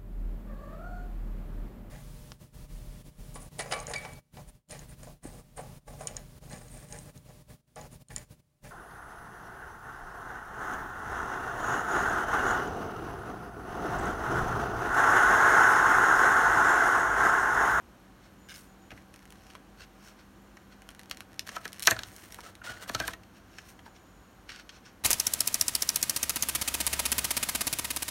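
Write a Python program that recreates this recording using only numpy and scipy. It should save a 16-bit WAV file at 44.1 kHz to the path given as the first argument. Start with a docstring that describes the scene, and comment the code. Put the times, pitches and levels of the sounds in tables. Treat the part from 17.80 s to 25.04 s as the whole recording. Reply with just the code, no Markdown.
"""A quiet workroom hums and whines while fingertips rub a stiff adhesive label, one juddering as it slips off.
Small ticks and crackling glue threads come as the backing paper is lifted, and the bench takes soft bumps.
Then the glue hisses in separate pulls; the sheet buckles with small snaps, one loud one and more after it,
flapping and kicking, and squeaks under the pull. A few last rubs and ticks follow. Noise drives friction,
glue and air; short pulses and bursts make ticks and snaps; decaying sines make rings and bumps."""
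import sys
import numpy as np
from scipy import signal
from scipy.fft import rfft, irfft
from scipy.io import wavfile
from scipy.ndimage import uniform_filter1d

SR = 44100
rng = np.random.default_rng(int(sys.argv[2]) if len(sys.argv) > 2 else 0)


def transcribe(signal):
    """Save signal, clipped to [-1, 1], as a 16-bit WAV file at the path in sys.argv[1]."""
    frames = np.atleast_2d(signal).T
    limited = np.clip(frames, -1, 1)
    pcm = np.round(limited * 32767).astype(np.int16)
    wavfile.write(sys.argv[1], SR, pcm)


N = 319221
TIME = np.arange(N) / SR


def amp(db):
    """Decibels to gain."""
    return np.exp(np.log(10) / 20 * np.asarray(db))


def unit(x):
    """Scales to an rms of one."""
    return x / np.sqrt(np.mean(x ** 2) + 1e-20)


def crest(x, size=176):
    """Scales so that the loudest 4 ms have an rms of one."""
    return x / np.sqrt(uniform_filter1d(x ** 2, size, mode="constant").max() + 1e-20)


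def read(points, hz):
    """Reads a curve on a log-frequency axis."""
    f, value = np.transpose(points)
    return np.interp(np.log(hz + 1), np.log(f + 1), value)


def add(mix, s, sound):
    """Mixes a sound in at a time in seconds."""
    part = mix[round(s * SR):][:len(sound)]
    part += sound[:len(part)]


def colour(x, points, size=2048):
    """Causal, minimum-phase filter with the given spectrum."""
    gain_db = np.maximum(read(points, abs(np.fft.fftfreq(size, 1 / SR))), -100)
    log_gain = np.log(amp(gain_db))
    taps = np.fft.ifft(np.exp(np.conj(signal.hilbert(log_gain)))).real
    return signal.oaconvolve(x, taps[:size // 2])[:len(x)]


def band(x, hz, kind, order=3):
    """Low-pass or high-pass."""
    return signal.sosfilt(signal.butter(order, hz, kind, fs=SR, output="sos"), x)


def resonate(x, hz, width):
    """A resonance of gain one whose pitch can follow a curve."""
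    turn = np.exp(2j * np.pi * np.cumsum(hz * np.ones(len(x))) / SR)
    r = np.exp(-np.pi * width / SR)
    # shift the pitch down to zero, smooth, and shift it back up
    return 2 * (turn * signal.lfilter([1 - r], [1, -r], x / turn)).real


def fuzzy_tone(hz, width):
    """Noise through two equal narrow resonances in a row."""
    return unit(resonate(resonate(rng.standard_normal(N), hz, width), hz, width))


def brighten(x, treble_db, split_hz=7500):
    """Sets the treble against the rest of the sound."""
    rest = unit(band(x, split_hz, "low", order=5))
    treble = unit(band(x, split_hz, "high", order=5))
    return rest + amp(treble_db) * treble


def ring(modes, t):
    """Dying modes, each met at a chance point of its swing."""
    return sum(amp(db - 60 * t / t60) * np.sin(2 * np.pi * (hz * t + rng.random())) for hz, db, t60 in modes)


def grains(per_s, spread_db):
    """Random clicks of very unequal size."""
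    size = amp(spread_db * np.minimum(rng.exponential(1, N), 4)) * rng.choice([-1, 1], N)
    return size * (rng.random(N) < per_s / SR)


def friction(slips, moves, speed, body_db, fizz_db, split_hz=7500):
    """Shapes micro-slips by the speed of each move; each has its own share of fizz; both bands are trimmed."""
    body, fizz = unit(band(slips, split_hz, "low")), unit(band(slips, split_hz, "high", order=5))
    out = np.zeros(N)
    for *timing, db, top_db in moves:
        out += speed(*timing) * (amp(db + body_db) * body + amp(top_db + fizz_db) * fizz)
    return out


def spell(start, length):
    """Swells and fades along the root of a half sine."""
    return np.sqrt(np.sin(np.pi * np.clip((TIME - start) / length, 0, 1)))


# Spectrum of the room air. Each row: frequency in Hz, density in dB per Hz.
AIR_COLOUR = [(15, -41.5), (25, -9.5), (53, -1), (80, -4.5), (161, -7.5), (190, -5.5), (335, -6.5),
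              (427, -14.5), (463, -11.5), (860, -16), (1060, -14), (2610, -25), (2990, -24), (5000, -31),
              (6920, -31.5), (7510, -33), (16000, -38)]
# Steady hums in the room. Each row: frequency in Hz, level in dB, width of each resonance in Hz.
STEADY_HUMS = [(48, -66, 4), (766, -72, 15), (1530, -72, 340)]
# A motor drones, its speed drifting. Each row: time in seconds, pitch in Hz, level in dB.
MOTOR_DRONE = [(0, 186, -66), (.9, 192, -61.5), (2.0, 197, -64), (2.8, 197, -62), (3.8, 193, -62.5),
               (5.4, 189, -65), (6.2, 186, -70), (7.24, 184, -69)]
LOW_HUM_START_S, LOW_HUM_LENGTH_S, LOW_HUM_HZ, LOW_HUM_DB = 3.1, 3.4, 98, -64.5


def background(air_db=-56.18, low_cut_hz=42):
    """Room air as shaped noise, steady hums, a drifting motor drone and a low hum that comes and goes."""
    hz = np.fft.rfftfreq(N, 1 / SR)
    air = unit(irfft(rfft(rng.standard_normal(N)) * amp(read(AIR_COLOUR, hz)), N))
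    out = amp(air_db) * band(air, low_cut_hz, "high", order=5)
    for line_hz, db, width in STEADY_HUMS:
        out += amp(db) * fuzzy_tone(line_hz, width)
    low_hum = unit(np.sin(2 * np.pi * LOW_HUM_HZ * TIME))
    out += amp(LOW_HUM_DB) * spell(LOW_HUM_START_S, LOW_HUM_LENGTH_S) * low_hum
    s, drone_hz, drone_db = np.transpose(MOTOR_DRONE)
    pitch = np.interp(TIME, s, drone_hz)
    drone = unit(np.sin(2 * np.pi * np.cumsum(pitch) / SR))
    return out + amp(np.interp(TIME, s, drone_db)) * drone


WHINE_HZ, WHINE_WIDTH_HZ, WHINE_FLUTTER_HZ, WHINE_DB = 12900, 90, 47, -81.5
# A faint high whistle comes and goes.
# Each row: start in seconds, length in seconds, starting pitch in Hz, peak level in dB.
WHISTLE_SPELLS = [(.58, .22, 7020, -69.5), (.85, .1, 6990, -72.5), (.98, .12, 6960, -73),
                  (2.5, .45, 7190, -81), (5.9, .78, 6950, -75.5)]
WHISTLE_SAG_HZ, WHISTLE_WIDTH_HZ = 130, 190


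def whines():
    """A fluttering electronic whine, and a thin whistle that sags in pitch each time it appears."""
    flutter = 1 + .5 * np.sin(2 * np.pi * WHINE_FLUTTER_HZ * TIME)
    out = amp(WHINE_DB) * unit(fuzzy_tone(WHINE_HZ, WHINE_WIDTH_HZ) * flutter)
    for start, length, hz, db in WHISTLE_SPELLS:
        pitch = hz - WHISTLE_SAG_HZ * np.clip((TIME - start) / length, 0, 1)
        out += amp(db) * spell(start, length) * fuzzy_tone(pitch, WHISTLE_WIDTH_HZ)
    return out


STROKE_ENDS_DB, STROKE_ROUNDNESS = -20.5, 1.49  # every stroke swells and fades along the same arch


def stroke(start, rise_s, fall_s):
    """Gain from the speed of a fingertip: one lopsided arch, down by STROKE_ENDS_DB at either end."""
    since_peak = TIME - start - rise_s
    away = np.minimum(np.maximum(-since_peak / rise_s, since_peak / fall_s), 4)
    return amp(STROKE_ENDS_DB * away ** STROKE_ROUNDNESS)


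# Resonances of the label under a fingertip. Each row: resting frequency in Hz, width in Hz, gain in dB.
LABEL_RUB_MODES = [(1550, 260, 10.5), (2120, 500, 1.5), (2630, 220, -3), (3780, 320, -5), (4400, 260, 0),
                   (5330, 160, -11), (6280, 190, -11)]
# The bare hiss of skin on paper. Each row: frequency in Hz, density in dB per Hz.
SKIN_HISS_COLOUR = [(500, -36), (1200, -22), (2700, -0.5), (3500, -0.5), (4500, -1.5), (5800, -5.5),
                    (7500, -29), (9000, -16), (10600, -24), (12500, -16), (16000, -30)]


def rubbed(slips, grip):
    """The label answers slips with its resonances and a bare hiss."""
    body = sum(amp(db) * resonate(slips, hz * grip, width) for hz, width, db in LABEL_RUB_MODES)
    return band(body, 1070, "high") + colour(slips, SKIN_HISS_COLOUR)


# Fingertips slide on the label. Each row: start in seconds, speeding up in seconds, slowing down in seconds,
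# rub in dB and fizz in dB (both before the shared trims), swish in dB.
FINGER_STROKES = [(.4, 0.057, .045, -57.5, -77, -70), (.67, .045, .04, -54, -69, -65),
                  (.73, .035, .13, -55, -56, -68), (1.55, .12, .12, -66, -81, -68),
                  (1.685, .018, .035, -54, -72, -72), (1.97, .052, .04, -46.5, -66, -65),
                  (2.14, 0.15, .06, -54.5, -65, -62.5), (2.36, .04, .04, -56, -78, -70),
                  (2.9, .025, .04, -56, -77, -72), (5.53, 0.039, .04, -55, -73, -69),
                  (5.65, .14, .09, -55, -70.5, -64.5), (5.83, 0.066, .045, -55, -60, -67),
                  (6.045, 0.016, .035, -53.5, -69.5, -72.5), (6.14, 0.024, 0.031, -56, -78, -68),
                  (6.68, .022, 0.13, -42, -69, -62.5), (6.788, 0.0093, 0.027, -52, -77, -70),
                  (6.89, 0.076, .04, -52, -77.5, -62.5), (7.036, .025, .065, -50.5, -80, -59.5)]


def rubs(drift=0.043, drift_per_s=2, catch_db=2, catch_hz=140, swish_hz=5050, swish_width_hz=1700):
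    """Skin catches and slips on the label, whose resonances shift as the grip moves; a swish lies on top."""
    catches = unit(band(rng.standard_normal(N), catch_hz, "low"))
    slips = grains(per_s=7200, spread_db=2.0) * amp(catch_db * catches)
    grip = 1 + drift * np.sin(2 * np.pi * (TIME * drift_per_s + rng.random()))
    swish = unit(resonate(resonate(slips, swish_hz, swish_width_hz), swish_hz, swish_width_hz))
    swish *= sum(amp(db) * stroke(start, rise_s, fall_s) for start, rise_s, fall_s, *_, db in FINGER_STROKES)
    rub_moves = [row[:-1] for row in FINGER_STROKES]
    return swish + friction(rubbed(slips, grip), rub_moves, stroke, body_db=-3.0, fizz_db=.7)


# A fingertip judders off the label in two surges.
# Each row: start in seconds, length in seconds, level in dB, treble against the rest in dB.
JUDDER_SURGES = [(.687, .044, -45, -5), (.741, .022, -47, 3)]
# Resonances of the taut label. 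Each row: frequency in Hz, gain in dB.
TAUT_MODES = [(1620, 2), (2210, -1), (2870, -1), (3590, -5), (4980, 0), (6140, -6), (8700, -12)]
# The slips speed up; each dies to 1/e within a share of its cycle.
JUDDER_PER_S, JUDDER_CLIMB_PER_S2, SLIP_SHARE = 120, 2800, 0.34


def judder(width_hz=170, hiss_db=-17, split_hz=4200):
    """A tacky fingertip sticks and slips ever faster as it pulls away, ringing the taut label."""
    out, t = np.zeros(N), np.arange(SR // 10) / SR
    turns = t * (JUDDER_PER_S + .5 * JUDDER_CLIMB_PER_S2 * t)
    for start, length, db, treble_db in JUDDER_SURGES:
        slips = rng.standard_normal(len(t)) * np.exp(-(turns % 1) / SLIP_SHARE) * (t < length)
        rings = sum(amp(mode_db) * resonate(slips, hz, width_hz) for hz, mode_db in TAUT_MODES)
        rings = band(rings, 1300, "high") + amp(hiss_db) * colour(slips, SKIN_HISS_COLOUR)
        add(out, start, amp(db) * crest(brighten(rings, treble_db, split_hz)))
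    return out


# Spells of fine crackle.
# Each row: start in seconds, end in seconds, average clicks per second, level in dB.
CRACKLE_SPELLS = [(1.1, 1.225, 730, -66.5), (1.33, 1.78, 260, -65.5), (3.07, 3.433, 130, -64.5),
                  (3.5, 3.66, 200, -65.5), (3.92, 4.021, 450, -55.5), (3.66, 3.9, 380, -59),
                  (4.249, 4.624, 240, -59.5), (5.11, 5.3, 300, -56.5)]
# Spectrum shared by crackle and ticks. Each row: frequency in Hz, density in dB per Hz.
SMALL_CLICK_COLOUR = [(240, -37), (400, -5.5), (1110, 0.5), (1750, 6.5), (2750, 1.5), (3750, -2),
                      (4240, -0.5), (4730, -4.5), (5430, -0.5), (7060, -6.5), (11000, -6.5), (13300, -13),
                      (16000, -18)]


def crackle(spread_db=3.5):
    """Tiny glue threads part as random clicks while the label is lifted."""
    out = np.zeros(N)
    for start, end, per_s, db in CRACKLE_SPELLS:
        clicks = colour(grains(per_s, spread_db) * (TIME > start) * (TIME < end), SMALL_CLICK_COLOUR)
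        # the level holds over the spell rather than over the whole scene
        out += amp(db) * unit(clicks) * np.sqrt((end - start) / TIME[-1])
    return out


# Small ticks: creases, parting glue threads and soft fingertip taps. Each row: time in seconds, level in dB,
# body under 2.8 kHz against the rest in dB, treble against the rest in dB.
SMALL_TICKS = [(1.1056, -45, 9, -20), (1.1159, -45, 8, -23), (1.1761, -49.5, 10, -20),
               (1.3412, -50.5, 0, -5), (1.361, -51.5, -1, -5), (1.4546, -53, 0, -6), (1.505, -50.5, -8, -1),
               (1.5235, -49, 6, -4), (1.702, -52, 4, -12), (1.7519, -42.5, 10, -15.5), (2.77, -49, 7, -18),
               (3.0202, -51.5, 3, -7.5), (3.09, -42.5, 0, -8.5), (3.105, -51, -3, -3),
               (3.149, -51.5, 1, -5), (3.194, -44.5, 1, -5.5), (3.233, -52.5, -1, -6),
               (3.2978, -47, -12, 0), (3.3121, -30.5, -4.5, -10.5), (3.3717, -44.5, -5, -6),
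               (3.4061, -39, 0, -8), (3.594, -28, -14.5, -9.5), (3.6695, -46.5, -3, -8),
               (3.6746, -42.5, 2, -8), (3.684, -45, -4, -4), (3.6907, -35, 2, -15.5),
               (3.8788, -42, -11, -4.5), (3.9305, -40.5, -14.5, -1), (3.9957, -37.5, -9, 3),
               (4.004, -42, -4, -3), (4.0241, -33, -16, 1.5), (4.0297, -34.5, -21, 1),
               (4.037, -37.5, -22, 0), (4.052, -39, -16, -2), (4.0571, -35, -19, -6),
               (4.0697, -30, -20, -5.5), (4.3639, -46, -19, 6), (4.5226, -44, -17, -1),
               (4.545, -42, -4, -.5), (4.606, -46.5, -10, -6), (4.7531, -48, -2.5, -7),
               (5.4344, -54, 1, -14.5), (5.7848, -40, 4, -20), (5.9915, -50, 7, -19),
               (6.6918, -39.5, 5.5, -19), (6.761, -48, -14, -11), (6.7976, -46.5, 0, -17),
               (6.8924, -42.5, -5, -23)]


def ticks(scatter=.22, scatter_s=0.0012, tail=0.052, tail_s=0.0088, zing_gain=1.2, zing_hz=3400,
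          zing_spread=.2, zing_per_db=.02, zing_width_hz=280, body_hz=2800, crisp_db=-11, cushion=0.37):
    """A crease, glue thread or soft tap: one pulse, scattered by the sheet's edges, with a brief own pitch."""
    out, t = np.zeros(N), np.arange(2400) / SR
    for s, db, body_db, treble_db in SMALL_TICKS:
        near, far = rng.standard_normal((2, len(t)))
        # dull ticks have a fingertip on the sheet, which also draws them out
        spread_s = scatter_s * (1 + cushion * max(crisp_db - treble_db, 0))
        echoes = scatter * near * np.exp(-t / spread_s)
        echoes += tail * band(far, 5000, "low", order=1) * np.exp(-t / tail_s)
        pulse = colour((t == 0) + echoes, SMALL_CLICK_COLOUR)
        # the pitch varies by chance and sits higher where there is less body
        pitch = zing_hz * np.exp(zing_spread * rng.standard_normal() - zing_per_db * body_db)
        pulse += zing_gain * resonate(pulse, pitch, zing_width_hz)
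        pulse = amp(body_db) * unit(band(pulse, body_hz, "low")) + unit(band(pulse, body_hz, "high"))
        add(out, s, amp(db) * crest(brighten(pulse, treble_db)))
    return out


# Flaps and low knocks of the sheet, alone or on top of a snap.
# Each row: time in seconds, level in dB, main ring in Hz.
SHEET_FLAPS = [(1.117, -50, 650), (1.753, -49, 1000), (3.7645, -37, 1006), (4.113, -38, 660),
               (4.1155, -24, 1805), (4.126, -35, 1750), (4.587, -41, 950), (4.816, -42, 1397),
               (4.97, -48, 1800), (5.06, -47, 1540), (5.149, -36, 650), (5.202, -36, 640),
               (5.2102, -33.5, 1560), (5.221, -42, 640), (5.222, -42, 1800), (5.284, -36, 1010),
               (6.062, -47, 900), (6.077, -48.5, 860)]
# Modes of the sheet at rest. Each row: frequency in Hz, level in dB, t60 in seconds.
SHEET_MODES = [(335, -29, .07), (650, -17, .05), (750, -21, .045), (1015, -18, .04), (1300, -14, .04),
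               (1525, -10, .036), (1715, -13, .037), (1925, -16, .02), (2410, -17, .04), (2630, -19, .035)]
# a snap harder than this throws the sheet wide, and its ring comes later
THROW_DB, RING_LAG_S_PER_DB = -31, .00021


def flaps(main_t60=0.027, rise_s=0.0013, rattle_db=-14.0, rattle_s=0.0098, bend=0.24, bend_s=.0013,
          reach=1.9, detune=.012, uneven_db=2, ragged_db=3):
    """Bending waves ring in the sheet with each snap, flap or low knock, the pitch starting high and settling."""
    out, t = np.zeros(N), np.arange(7000) / SR
    # a clock that runs fast at first raises every pitch at the onset
    falling = t + bend * bend_s * (1 - np.exp(-t / bend_s))
    after_snaps = [(s + RING_LAG_S_PER_DB * max(db - THROW_DB, 0), ring_db, hz)
                   for s, db, *_, ring_db, hz in BUCKLE_SNAPS]
    for s, db, hz in after_snaps + SHEET_FLAPS:
        # the sheet is bent differently every time, which shifts its modes and favours different ones
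        bent = [(f * (1 + detune * rng.standard_normal()), mode_db + uneven_db * rng.standard_normal(), t60)
                for f, mode_db, t60 in SHEET_MODES]
        modes = ring(bent + [(hz, 0, main_t60)], falling)
        rattle = band(rng.standard_normal(len(t)), 420, "high") * np.exp(-t / rattle_s)
        rattle *= amp(ragged_db * unit(band(rng.standard_normal(len(t)), 200, "low")))
        flap = crest(modes) + amp(rattle_db) * crest(band(rattle, 2300, "low"))
        flap *= 1 - np.exp(-t / rise_s)
        add(out, s, amp(db) * crest(band(flap, reach * hz, "low")))
    return out


# Hand and case bump the bench. Each row: time in seconds, level in dB before the shared trim.
BENCH_BUMPS = [(1.122, -44), (1.155, -52), (4.079, -41.5), (4.114, -34.5), (4.895, -44.5), (5.098, -41),
               (5.153, -39), (5.204, -37.5), (5.283, -44.5)]
# Modes of the bench and the case on it. 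Each row: frequency in Hz, level in dB, t60 in seconds.
BENCH_MODES = [(62, -7, .24), (88, -2.5, .11), (119, -2, .15), (176, -4.5, .12), (248, -1, .065),
               (335, -5.5, .07), (455, -3, .05), (720, -3, .04)]


def bumps(rise_s=0.0026, trim_db=-1.4):
    """Soft blows into the bench top, heard as its low modes dying away."""
    out, t = np.zeros(N), np.arange(SR // 4) / SR
    for s, db in BENCH_BUMPS:
        add(out, s, amp(db + trim_db) * crest(ring(BENCH_MODES, t) * (1 - np.exp(-t / rise_s))))
    return out


PULL_ATTACK_S, PULL_RELEASE_S, PULL_SAG_DB = .012, 0.015, -2


def pull(start, length):
    """Speed of the glue line: it gives way, runs on while the tension sags, and stops."""
    t = np.maximum(TIME - start, 0)
    held = np.minimum(t / PULL_ATTACK_S, 1) * amp(PULL_SAG_DB * np.minimum(t / length, 1))
    return held * np.exp(-np.clip(t - length, 0, 1) / PULL_RELEASE_S)


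# The glue line advances in separate pulls.
# Each row: start in seconds, length in seconds, hiss in dB and fizz in dB (both before the shared trims).
GLUE_PULLS = [(3.66, .04, -54, -65), (3.712, 0.048, -47, -61), (3.802, .11, -62, -67),
              (4.018, 0.051, -51, -45), (4.103, .15, -51, -65), (4.26, 0.23, -57.5, -60.5),
              (4.503, .1, -60, -62.5), (4.627, 0.065, -48.5, -63), (4.833, .085, -42.5, -60),
              (4.93, .08, -52.5, -70), (5.007, .028, -44, -55.5), (5.07, 0.09, -49, -59),
              (5.175, .14, -45, -60)]
# Spectrum of parting glue. Each row: frequency in Hz, density in dB per Hz.
GLUE_COLOUR = [(240, -37), (420, -4.5), (700, -.5), (900, -5.5), (1510, -0.5), (1800, -0.5), (2400, -8),
               (3100, -5), (4000, -8), (7510, -12.5), (9320, -11.5), (10400, -16), (11400, -13.5),
               (16000, -15)]


def peel(clump_db=2, clump_hz=70):
    """Thousands of glue threads part in uneven clumps."""
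    clumps = unit(band(rng.standard_normal(N), clump_hz, "low"))
    threads = grains(per_s=5000, spread_db=3.5) * amp(clump_db * clumps)
    return friction(colour(threads, GLUE_COLOUR), GLUE_PULLS, pull, body_db=-2, fizz_db=1.5)


# The sheet buckles, then rings. Each row: time in seconds, level in dB, treble against the rest in dB,
# scrape that leads in, in dB, first crack against the burst in dB, crack decay in ms, crease pitch in Hz,
# ring level in dB, ring pitch in Hz (the ring is played by flaps).
BUCKLE_SNAPS = [(3.7662, -38, -12, 2, -10, 2, 2000, -31, 1280),
                (3.8542, -38, -10, -7.5, -10, 3, 2650, -34, 1660),
                (4.0722, -12.5, -8, -34, -14, 2.3, 5600, -15, 1712),
                (4.1107, -21.5, -1.5, -10.5, -3, 1.1, 6500, -26, 1697),
                (4.165, -43, -19, -20, -10, 2.5, 4500, -36.5, 1430),
                (4.1908, -33, -13, -20, -6, 2.8, 3800, -37, 1600),
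                (4.2341, -35, -18, -32, -6, 1.7, 3970, -49, 1500),
                (5.0965, -35, -10, 1, 2, 1.3, 1750, -37, 1720),
                (5.1486, -26, -13.5, -15, -3, 4.4, 4240, -29, 1300),
                (5.2014, -29, -12, -11, 0, 2.1, 1750, -29, 1580),
                (5.279, -30, -2, -12, -10, 2.2, 3000, -30, 1636),
                (5.335, -40.5, -10, -11, -15, 4.6, 2700, -40, 1860)]
# Spectrum of a snap. Each row: frequency in Hz, density in dB per Hz.
BUCKLE_COLOUR = [(180, -40.5), (300, -15), (450, -12), (780, -.5), (1690, -0.5), (3400, 2.5), (4370, 3),
                 (4910, -2), (6000, 1), (9880, -5.5), (11900, -1.5), (14200, -10), (15200, -13.5),
                 (16000, -22.5)]


def snaps(lead_s=0.007, tail_db=-22, tail_s=.009, evenness=0.9, crease_gain=0.7, crease_width_hz=1800,
          zing_gain=.8, zing_width_hz=170):
    """The sheet scrapes as strain builds, then gives way with one sharp crack and a tight burst of others."""
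    out, t = np.zeros(N), np.arange(-1500, 4000) / SR
    for s, db, treble_db, scrape_db, first_db, crack_ms, hz, *_ in BUCKLE_SNAPS:
        scrape = amp(scrape_db) * np.exp(-abs(t) / lead_s)
        rustle = amp(tail_db) * np.exp(-abs(t) / tail_s)
        age = t * 1e3 / crack_ms
        cracks = rfft(rng.choice([-1, 1], len(t)) * (t >= 0) * np.exp(-age ** 2))
        # so sudden a release holds every frequency about equally
        cracks *= (abs(cracks).mean() / (abs(cracks) + 1e-9)) ** evenness
        cracks = irfft(cracks, len(t)) * (t >= 0) * np.exp(-abs(age) / 10)
        cracks += amp(first_db) * np.linalg.norm(cracks) * (t == 0)
        noise = rng.standard_normal(len(t)) * np.where(t < 0, scrape, rustle)
        burst = colour(cracks + noise, BUCKLE_COLOUR)
        # the crease answers broadly, then its narrow zing is driven by the same burst
        crease = crease_gain * resonate(burst, hz, crease_width_hz)
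        burst += crease + zing_gain * resonate(burst, hz, zing_width_hz)
        add(out, s + t[0], amp(db) * crest(brighten(burst, treble_db)))
    return out


# The sheet kicks as it flips over. Each row: time in seconds, level in dB, starting pitch in Hz.
SHEET_KICKS = [(3.856, -42, 1700), (4.0738, -28, 3000), (4.1125, -38, 1200), (4.587, -44, 1500),
               (5.0974, -31, 2000), (5.1485, -37, 1000), (5.2015, -37, 1700)]


def knocks(sweep_s=.0036, fade=1.1, tail_s=.014):
    """A blunt kick spreads through the sheet; low bending waves travel slowest, so its pitch dives."""
    out, t = np.zeros(N), np.arange(SR // 10) / SR
    spread = 1 + t / sweep_s
    for s, db, hz in SHEET_KICKS:
        dive = np.sin(2 * np.pi * np.cumsum(hz / spread ** 2) / SR)
        add(out, s, amp(db) * crest(dive * spread ** -fade * np.exp(-t / tail_s)))
    return out


# Tugs that swell the squeak.
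# Each row: time in seconds, level in dB, seconds from the peak to 1/e on either side.
TUG_SWELLS = [(4.668, -55, .03), (4.875, -43.5, .013), (4.898, -36, .006), (4.928, -48.5, .022),
              (5.015, -55.5, .06), (5.245, -35.5, .006)]
# Level in dB of the fundamental and its overtones, in order.
SQUEAK_PARTIALS_DB = [0, -15.5, -20]
# the pitch climbs with the tension, passing SING_HZ at SING_START_S
SING_START_S, SING_HZ, SING_CLIMB_HZ_PER_S = 4.63, 1312, 490


def singing(flutter_db=2.6, wobble_hz=28):
    """The peel drives one mode of the stretched sheet into a rough, unsteady squeak that swells with each tug."""
    wobble, flutter = (unit(band(noise, 120, "low")) for noise in rng.standard_normal((2, N)))
    hz = SING_HZ + SING_CLIMB_HZ_PER_S * (TIME - SING_START_S) + wobble_hz * wobble
    phase = 2 * np.pi * np.cumsum(hz) / SR
    swell = sum(amp(db) * np.exp(-((TIME - s) / fall_s) ** 2) for s, db, fall_s in TUG_SWELLS)
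    tone = sum(amp(db) * np.sin(k * phase) for k, db in enumerate(SQUEAK_PARTIALS_DB, 1))
    return swell * unit(amp(flutter_db * flutter) * tone)


# Ring time of the room. Each row: frequency in Hz, t60 in seconds.
ROOM_RING = [(150, 0.61), (1000, 0.21), (4000, 0.13), (14000, 0.13)]


def room(x, wet_db=-14, first_s=0.0024, per_s=4000):
    """Reflections from bench and walls as random taps, the treble dying first."""
    t = np.arange(SR // 2) / SR
    taps = rng.choice([-1, 1], len(t)) * (rng.random(len(t)) < per_s / SR) * (t > first_s)
    hz, s, z = signal.stft(taps, SR, nperseg=256)
    decay = amp(-60 * s / read(ROOM_RING, hz)[:, None])
    tail = signal.istft(z * decay, SR, nperseg=256)[1]
    return x + amp(wet_db) * signal.fftconvolve(x, tail / np.linalg.norm(tail))[:N]


def scene():
    """All the handling sounds in the room, over the background."""
    fingers = rubs() + judder()
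    label = crackle() + ticks() + flaps() + peel() + snaps() + knocks() + singing()
    return (background() + whines() + room(fingers + label + bumps()))[None]


# The microphone's ripple in the treble. Each row: frequency in Hz, gain in dB.
MIC_RIPPLE = [(2900, 0), (3200, 0), (3500, -2), (3900, -.5), (4400, 1.5), (4900, -3), (5300, 1.5),
              (6200, 1.5), (6900, 1), (7500, -2), (8300, -.5), (9100, 2), (10300, -2.5), (11600, 1.5),
              (12700, -0.5), (16000, -.5)]
EDGE_HZ = 16200


def record(dry):
    """The colour of the microphone, then a steep upper band limit."""
    heard = colour(dry[0], MIC_RIPPLE)[None]
    return signal.oaconvolve(heard, signal.firwin(255, EDGE_HZ, window=("kaiser", 9), fs=SR)[None], "same")


dry = scene()
out = record(dry)
transcribe(out)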